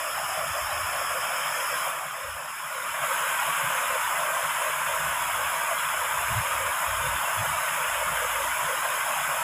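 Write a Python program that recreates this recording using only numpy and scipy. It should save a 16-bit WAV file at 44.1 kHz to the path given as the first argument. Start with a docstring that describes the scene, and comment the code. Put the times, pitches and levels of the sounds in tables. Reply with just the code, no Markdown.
"""In a stone-lined culvert, floodwater roars with merged bubbles, gulps in short, quick, sagging bursts and hisses.
The water is noise with random patches of gain; sine bubbles add splashes and fizz, and a carrier pitches the gulps.
The sound ducks for about a second and comes back fuller as the hand-held microphone turns to the channel.
Uneven gusts buffet the microphone: low noise bands, brief thumps and a low drone.
The sound is mono, with a deeply scalloped treble that flickers in narrow bands, over faint steady tones."""
import sys
import numpy as np
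from scipy import signal
from scipy.fft import rfft, irfft, next_fast_len
from scipy.io import wavfile
from scipy.ndimage import uniform_filter1d, map_coordinates

SR = 44100
rng = np.random.default_rng(int(sys.argv[2]) if len(sys.argv) > 2 else 0)


def persist_wave(psi):
    """Save psi, clipped to +-1, as 16-bit WAV."""
    counts = np.round(np.clip(psi, -1, 1) * 32767).astype(np.int16)
    wavfile.write(sys.argv[1], SR, np.atleast_2d(counts).T)


N = 415863

# The current as heard from the bank, before each layer's trim: t/s, roar level/dB, spray level/dB
FLOW_LEVELS = [(0, -31, -38.5), (1.2, -29, -37.5), (1.9, -28.5, -36.5), (1.92, -31, -40), (2.1, -34, -42.5),
               (2.47, -35.5, -44), (3.01, -29.5, -38.5), (3.04, -27, -35), (3.6, -26.5, -35.5),
               (4.7, -27.5, -36), (9.43, -27.5, -35.5)]
# How far the microphone has turned to the channel: t/s, share [0-1]
MICROPHONE_TURN = [(0, 0), (1.8, 0), (3.05, 0.94), (9.43, 0.99)]
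# Colour of the roar with the microphone turned aside: f/Hz, level/dB
ROAR_ASIDE_COLOUR = [(200, -70), (660, -30), (800, -4.5), (880, -2.5), (1050, 4.5), (1350, 4), (1550, -0.5),
                     (1750, -0.5), (2050, -11.5), (2300, -2.5), (2800, -10), (3200, -8), (3550, -25),
                     (4000, -55), (5000, -70)]
# Colour of the roar facing the channel: f/Hz, level/dB
ROAR_FACING_COLOUR = [(200, -70), (680, -46), (820, -11), (930, -1), (1080, 0), (1320, -3), (1550, -1.5),
                      (1800, -10.5), (2400, -10), (2650, -13.5), (2950, -13.5), (3400, -19), (4100, -36),
                      (5000, -70)]

# Larger waves folding over: start t/s, length t/s, level/dB, middle pitch f/Hz
GULP_EVENTS = [(0, .1, -38, 650), (0.177, 0.049, -34, 687), (0.319, 0.14, -34, 661),
               (0.533, 0.073, -34.5, 650), (0.657, 0.144, -36, 680.5), (0.887, .15, -36.5, 645),
               (1.109, 0.083, -35.5, 595), (1.271, 0.084, -36.5, 660), (1.57, 0.067, -38, 575),
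               (1.71, 0.045, -36, 569), (1.839, .07, -35.5, 665), (2.0, .07, -38.5, 690),
               (2.153, 0.1494, -43, 590.6), (2.36, .08, -43, 637), (2.7, .14, -43, 592),
               (3.061, 0.072, -39, 558), (3.219, 0.056, -42, 554), (3.39, .09, -37.5, 719),
               (3.579, .05, -40, 606), (3.73, 0.066, -39, 630), (3.911, 0.051, -33.5, 574),
               (4.14, 0.16, -35, 665), (4.328, 0.11, -35.5, 650), (4.579, 0.13, -35.5, 619),
               (4.871, .08, -36.5, 621), (5.029, .12, -39.5, 660), (5.36, 0.059, -39.5, 596),
               (5.502, .12, -38.5, 648), (5.69, 0.066, -33.5, 668), (5.961, .12, -39.5, 630),
               (6.321, 0.056, -37, 715), (6.42, .12, -39.5, 614), (6.6, 0.052, -37.5, 560),
               (6.81, .08, -38, 675), (7.008, .07, -40, 570), (7.221, 0.057, -35.5, 679),
               (7.388, 0.088, -37.5, 660), (7.54, 0.15, -38.5, 655), (7.77, .1, -39, 560),
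               (7.98, 0.056, -33.5, 607), (8.12, .05, -36.5, 665), (8.21, 0.057, -35, 555),
               (8.322, .13, -37.5, 587), (8.679, 0.067, -36, 550), (8.826, 0.071, -36, 660),
               (9.05, .05, -35, 693), (9.16, 0.058, -34.5, 720), (9.299, 0.066, -36, 663)]
# Colour filter of the gulps: f/Hz, level/dB
GULP_COLOUR = [(300, -45), (420, -13), (500, 4), (580, 3), (680, 0.5), (780, 1.5), (900, 22), (1300, -40)]
# Moments when the gurgle falls away: start t/s, length t/s
GURGLE_LULLS = [(1.66, 0.034), (2.503, 0.1002), (2.883, 0.0392), (3.5, 0.064), (3.65, 0.054), (3.99, .1),
                (4.47, 0.062), (5.779, 0.13), (7.152, 0.062), (7.49, 0.031), (8.5, .07), (8.778, .035),
                (8.992, .035)]
GULP_ATTACK_S, GULP_RELEASE_S = 0.0248, 0.02985
GULP_SAG_HZ = 68.4  # pitch fall from start to end of a gulp
# The small waves between gulps: level relative to the roar's base level, its swing, pitch and its wander
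GURGLE_DB, GURGLE_SWING_DB, GURGLE_HZ, GURGLE_WANDER_HZ = -13, 2, 655.3, 27.97
LULL_DB, LULL_FADE_S, LULL_RISE_HZ = -6.5, .025, 30.02  # only the smaller, higher pockets are left

# Colour of the spray, with its treble scallops: f/Hz, level/dB
SPRAY_COLOUR = [(3900, -27), (4500, -19), (6000, -19.5), (6500, -5.5), (7250, -1.5), (8700, -5),
                (9300, -10.5), (9900, 0.5), (10700, 1.5), (11400, -5), (12900, -3.5), (13800, -13),
                (15000, -6.5), (15500, -11.5)]
# Narrow ring below the hiss, strong at first: t/s, level/dB
RING_LEVELS = [(0, -45), (1.8, -44), (1.92, -52), (2.9, -52), (3.1, -50.5), (9.43, -50)]
# Colour of the near splashes: f/Hz, level/dB
SPLASH_COLOUR = [(1300, -20), (1900, -3.5), (2500, -5), (3300, -6), (3700, -11.5), (4100, -41), (5000, -60)]
# Colour of the patchy bands at the treble edges: f/Hz, level/dB
FLICKER_COLOUR = [(2600, -21), (3300, -4.5), (3650, -6.5), (3950, -10), (4300, -20.5), (5300, -15),
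                  (5700, -31.5), (6000, -9.5), (6300, -9), (6600, -6), (7200, -30)]
# Colour of the low murmur: f/Hz, level/dB
RUMBLE_COLOUR = [(20, -22), (60, -23), (150, -0.5), (240, 2.5), (320, 0.5), (450, 6), (900, -5),
                 (2000, -60)]

# Light air between the gusts, before its random swing: t/s, buffet level/dB
BREEZE_LEVELS = [(0, -61), (.9, -56), (1.8, -70), (2.7, -74), (3.4, -69), (4.6, -67), (5.3, -57),
                 (5.8, -67), (6.3, -56), (6.77, -68), (7.5, -61), (7.75, -65), (8.6, -58), (9, -66),
                 (9.43, -61)]
# Gusts striking the microphone: start t/s, length t/s, buffet level/dB
GUST_EVENTS = [(.4, 0.052, -53), (.49, .05, -47), (.62, .05, -42), (.72, 0.15, -47.5), (0.979, .04, -52),
               (1.095, .04, -51), (2.246, 0.13, -48.5), (2.88, .05, -57), (3.632, .07, -57.5),
               (3.882, .06, -56), (4.04, 0.049, -56), (4.44, .05, -58), (4.88, 0.066, -52),
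               (5.02, 0.12, -50), (5.319, .19, -53), (5.61, .05, -56), (5.959, .07, -52.5),
               (6.169, 0.15, -48.5), (6.31, .1, -33), (6.522, .19, -47.5), (6.871, .08, -42.5),
               (6.97, .21, -44), (7.372, .06, -36), (7.46, .12, -47.5), (7.88, 0.68, -55)]
# Quick puffs that flutter higher up: start t/s, length t/s, flutter level/dB
PUFF_EVENTS = [(.385, .045, -47), (.455, .045, -47), (2.051, .05, -53), (2.421, 0.039, -57),
               (3.0, .04, -48), (3.629, .06, -44), (4.841, .04, -47), (4.997, .096, -45), (6.288, .13, -41),
               (7.02, 0.07, -44), (7.377, 0.062, -42), (7.47, .05, -43), (7.55, .04, -48),
               (8.066, 0.075, -45.5), (8.626, .04, -44), (9.278, .04, -51)]
# Colour of the buffeting: f/Hz, level/dB
BUFFET_COLOUR = [(15, -38), (35, -25), (55, -2.5), (72, 5.5), (105, 1.5), (135, -13), (220, -42)]
# Colour of the flutter: f/Hz, level/dB
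FLUTTER_COLOUR = [(80, -28), (120, -5.5), (150, 7.5), (175, -1.5), (215, -12), (300, -44), (500, -60)]
# Hardest eddies: centre t/s, level/dB, pitch f/Hz, time from the centre to 1/e of the push t/s
EDDY_THUMPS = [(0.514, -38, 91.3, .012), (0.657, -43, 65, 0.012), (.85, -38, 84.6, .015),
               (2.324, -46, 74, 0.017), (6.318, -30, 134.2, 0.0069), (6.379, -24.5, 114, 0.017),
               (7.048, -37, 135, .014), (7.397, -30.5, 94.6, 0.0095)]
# Low drone swelling in the longer gusts: start t/s, end t/s, level/dB between its fades
DRONE_SWELLS = [(4.903, 5.545, -59), (6.859, 7.225, -47), (7.836, 8.588, -53.5)]
BREEZE_SWING_DB = 2
GUST_ATTACK_S, GUST_RELEASE_S = 0.026, .045
PUFF_ATTACK_S, PUFF_RELEASE_S = .02, .025
FLUTTER_DB, FLUTTER_SWING_DB = -31.5, 3.5  # between puffs, relative to the roar's base level

# Faint steady tones behind the water: f/Hz, level/dB before the fade, end t/s
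HUM_TONES = [(303, -68, 1.87), (370, -71, 1.3), (421, -68.5, 1.85), (4510, -76, 9.43)]
TOP_HZ = 15520  # the recorder's band limit


def roar(level_db):
    """Broken water: countless merged bubbles as patchy noise, coloured by where the microphone points."""
    water = churn(patchy_db=2.6, size=2)
    turn = np.clip(curves(MICROPHONE_TURN)[0], 0, 1)
    aside = (1 - turn) * coloured(water, ROAR_ASIDE_COLOUR)
    facing = turn * coloured(water, ROAR_FACING_COLOUR)
    level = amp(level_db - 1.2 + 0.34 * wobble(30))
    return level * steadied(unit(aside + facing), span=0.089)


def gulps(roar_db):
    """Folding waves drag air under; each cloud of pockets rings around a pitch that sags as it sinks."""
    level_db = roar_db + GURGLE_DB + GURGLE_SWING_DB * wobble(14)
    pitch_hz = GURGLE_HZ + GURGLE_WANDER_HZ * wobble(12)
    for start, length in GURGLE_LULLS:
        at, lull = swell(start, length, LULL_FADE_S, LULL_FADE_S)
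        level_db[at] += LULL_DB * lull
        pitch_hz[at] += LULL_RISE_HZ * lull
    for start, length, db, hz in GULP_EVENTS:
        at, fold = swell(start, length, GULP_ATTACK_S, GULP_RELEASE_S)
        progress = np.clip((at / SR - start) / length, 0, 1)
        sagging_hz = hz - GULP_SAG_HZ * (progress - .5)
        level_db[at] += fold * (db - level_db[at])
        pitch_hz[at] += fold * (sagging_hz - pitch_hz[at])

    def pocket_noise():
        """Low patchy noise that spreads the gulp around its pitch."""
        width_hz = 85
        return filtered(churn(patchy_db=4, size=1), lambda hz: np.exp(-(hz / width_hz) ** 2 / 2))

    cloud = pocket_noise()
    swirl = pocket_noise()
    phase = 2 * np.pi * np.cumsum(pitch_hz) / SR
    water = coloured(cloud * np.cos(phase) + swirl * np.sin(phase), GULP_COLOUR)
    return amp(level_db) * steadied(water, span=0.097)


def spray(level_db):
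    """Bursting foam hisses as noise and tiny bubbles, with a narrow ring below the hiss."""
    fizz = bubbles(count=14000, low_hz=4860, high_hz=15000, cycles=2.1, spread_db=4, rise=.05, size=64)
    hiss = coloured(churn(patchy_db=1.2) + amp(-12) * fizz, SPRAY_COLOUR)
    ring_hz, width_hz = 5210, 235
    ring = filtered(churn(patchy_db=1.45), lambda hz: np.exp(-((hz - ring_hz) / width_hz) ** 2 / 2))
    hiss_level = amp(level_db + 0.66 + 0.25 * wobble(40))
    return hiss_level * hiss + amp(curves(RING_LEVELS)[0]) * unit(ring)


def splashes(level_db):
    """Nearer wavelets shed small ringing bubbles among patchy noise."""
    drops = bubbles(count=1500, low_hz=1700, high_hz=3800, cycles=170, spread_db=2.5, rise=.02, size=3000)
    clusters = churn(patchy_db=8, size=3)
    near = steadied(coloured(clusters + amp(-5.5) * drops, SPLASH_COLOUR), span=0.14)
    return amp(level_db - 12.0) * near


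def treble_flicker(level_db):
    """Narrow treble bands flicker: strongly patchy noise that follows the roar's level."""
    return amp(level_db - 22.0) * coloured(churn(patchy_db=8, size=7), FLICKER_COLOUR)


def wind(roar_db):
    """Gusts and puffs rise out of a breeze on the microphone; single eddies thump it and long gusts drone."""
    t = np.arange(N) / SR
    breeze_db = curves(BREEZE_LEVELS)[0] + BREEZE_SWING_DB * wobble(13)
    calm_flutter_db = roar_db + FLUTTER_DB + FLUTTER_SWING_DB * wobble(15)
    buffet = gusty(breeze_db, GUST_EVENTS, GUST_ATTACK_S, GUST_RELEASE_S)
    flutter = gusty(calm_flutter_db, PUFF_EVENTS, PUFF_ATTACK_S, PUFF_RELEASE_S)
    air = buffet * steadied(coloured(rng.standard_normal(N), BUFFET_COLOUR), span=0.044)
    air += flutter * steadied(coloured(rng.standard_normal(N), FLUTTER_COLOUR), span=0.11)
    for s, db, hz, length in EDDY_THUMPS:
        push = np.exp(-((t - s) / length) ** 2)  # a big eddy sweeps the smaller ones aside
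        thump = np.sin(2 * np.pi * (hz * (t - s) + rng.random()))
        air = (1 - push) * air + amp(db) * push * thump
    drone_hz = 54.5 * (1 + 0.026 * wobble(11))
    drone = unit(np.sin(2 * np.pi * np.cumsum(drone_hz) / SR))
    for start, end, db in DRONE_SWELLS:
        fade = np.clip(np.minimum(t - start, end - t) / .08, 0, 1)
        air += amp(db) * fade * drone
    return air


def rumble(level_db):
    """The mass of moving water murmurs far below the roar as patchy low noise."""
    return amp(level_db - 28) * coloured(churn(patchy_db=4.5), RUMBLE_COLOUR)


def hums():
    """Low hums at the start and a thin whine throughout: sines made slightly unsteady in phase."""
    t = np.arange(N) / SR
    tones = np.zeros(N)
    for hz, db, end in HUM_TONES:
        fade = np.clip((end - t) / .1, 0, 1)
        tones += amp(db) * fade * unit(np.sin(2 * np.pi * hz * t + 0.55 * wobble(7.7)))
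    return tones


def bubbles(count, low_hz, high_hz, cycles, spread_db, rise, size):
    """Bubbles born at random: each rings in decay and rises in pitch as it nears the surface."""
    when, pitch, strength, life = rng.random((count, 4)).T[:, :, None]
    turns = low_hz * (high_hz / low_hz) ** pitch * np.arange(size) / SR
    age = turns / (cycles * (.5 + life))
    tone = np.sin(2 * np.pi * turns * (1 + rise * age / 2))
    ring = tone * np.exp(-2 * age) * (1 - np.exp(-2 * turns))
    loudness = amp(-spread_db * np.log(np.maximum(strength, np.exp(-4))))
    grains = loudness * ring * np.linspace(1, 0, size)  # each fades out by its last sample
    at = (when * N).astype(int) + np.arange(size)
    return unit(np.bincount(at.ravel(), grains.ravel(), N)[:N])


def churn(patchy_db, size=3):
    """White noise in patches of random gain, size bands of 43 Hz wide and some 70 ms long."""
    z = signal.stft(rng.standard_normal(N), nperseg=1024)[2]
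    field = uniform_filter1d(rng.standard_normal(z.shape), size=size, axis=0)
    field = uniform_filter1d(field, size=6, axis=1)
    patches = 2 * np.tanh(unit(field) / 2)  # no patch stands far above the rest
    return unit(signal.istft(z * amp(patchy_db * patches), nperseg=1024)[1][:N])


def gusty(calm_db, gusts, attack, release):
    """The gain of moving air: each (start, length, dB) gust rises out of the calm level."""
    gain = amp(calm_db)
    for start, length, db in gusts:
        at, envelope = swell(start, length, attack, release)
        gain[at] = np.maximum(gain[at], amp(db) * envelope)
    return gain


def swell(start, length, attack, release):
    """The samples an event covers and its rounded envelope, at half height at its start and end."""
    margin_s = .12
    first = max(int((start - margin_s) * SR), 0)
    last = min(int((start + length + margin_s) * SR), N)
    at = np.arange(first, last)
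    t = at / SR - start
    return at, .5 + .5 * np.tanh(2 * np.minimum(t / attack, (length - t) / release))


def steadied(x, span):
    """Even out the swells of x that last longer than span seconds."""
    power = uniform_filter1d(x ** 2, size=max(int(span * SR), 1))
    return unit(x / np.sqrt(np.abs(power) + 0.029))  # the floor limits the lift of quiet moments


def coloured(x, spectrum):
    """Filter x through (Hz, dB) points on a log frequency axis, at rms 1."""
    f, db = np.transpose(spectrum)
    return unit(filtered(x, lambda hz: amp(np.interp(np.log(hz + 1), np.log(f), db))))


def filtered(x, response):
    """Multiply the spectrum of x by a response of frequency."""
    size = next_fast_len(N + SR // 2)
    return irfft(rfft(x, size) * response(np.fft.rfftfreq(size, 1 / SR)), size)[:N]


def wobble(rate):
    """A smooth random curve with rate knots a second."""
    knots = rng.standard_normal(int(N * rate / SR) + 4)
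    return map_coordinates(knots, [np.arange(N) * rate / SR])


def curves(rows):
    """One value per sample for each column after the time."""
    s, *cols = np.transpose(rows)
    return [np.interp(np.arange(N) / SR, s, c) for c in cols]


def unit(x):
    """Scale to rms 1."""
    return x / np.sqrt(np.mean(x ** 2) + 1e-20)


def amp(db):
    """Decibels to gain."""
    return 10 ** (np.asarray(db) / 20)


def scene():
    """Water, wind and faint tones, alike in both channels."""
    roar_db, spray_db = curves(FLOW_LEVELS)
    water = roar(roar_db) + gulps(roar_db) + spray(spray_db) + splashes(roar_db) + rumble(roar_db)
    mono = water + treble_flicker(roar_db) + wind(roar_db) + hums()
    return np.array([mono, mono])


def record(dry):
    """The recorder keeps nothing above its band limit."""
    return np.array([filtered(channel, lambda hz: hz < TOP_HZ) for channel in dry])


dry = scene()
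out = record(dry)
persist_wave(out)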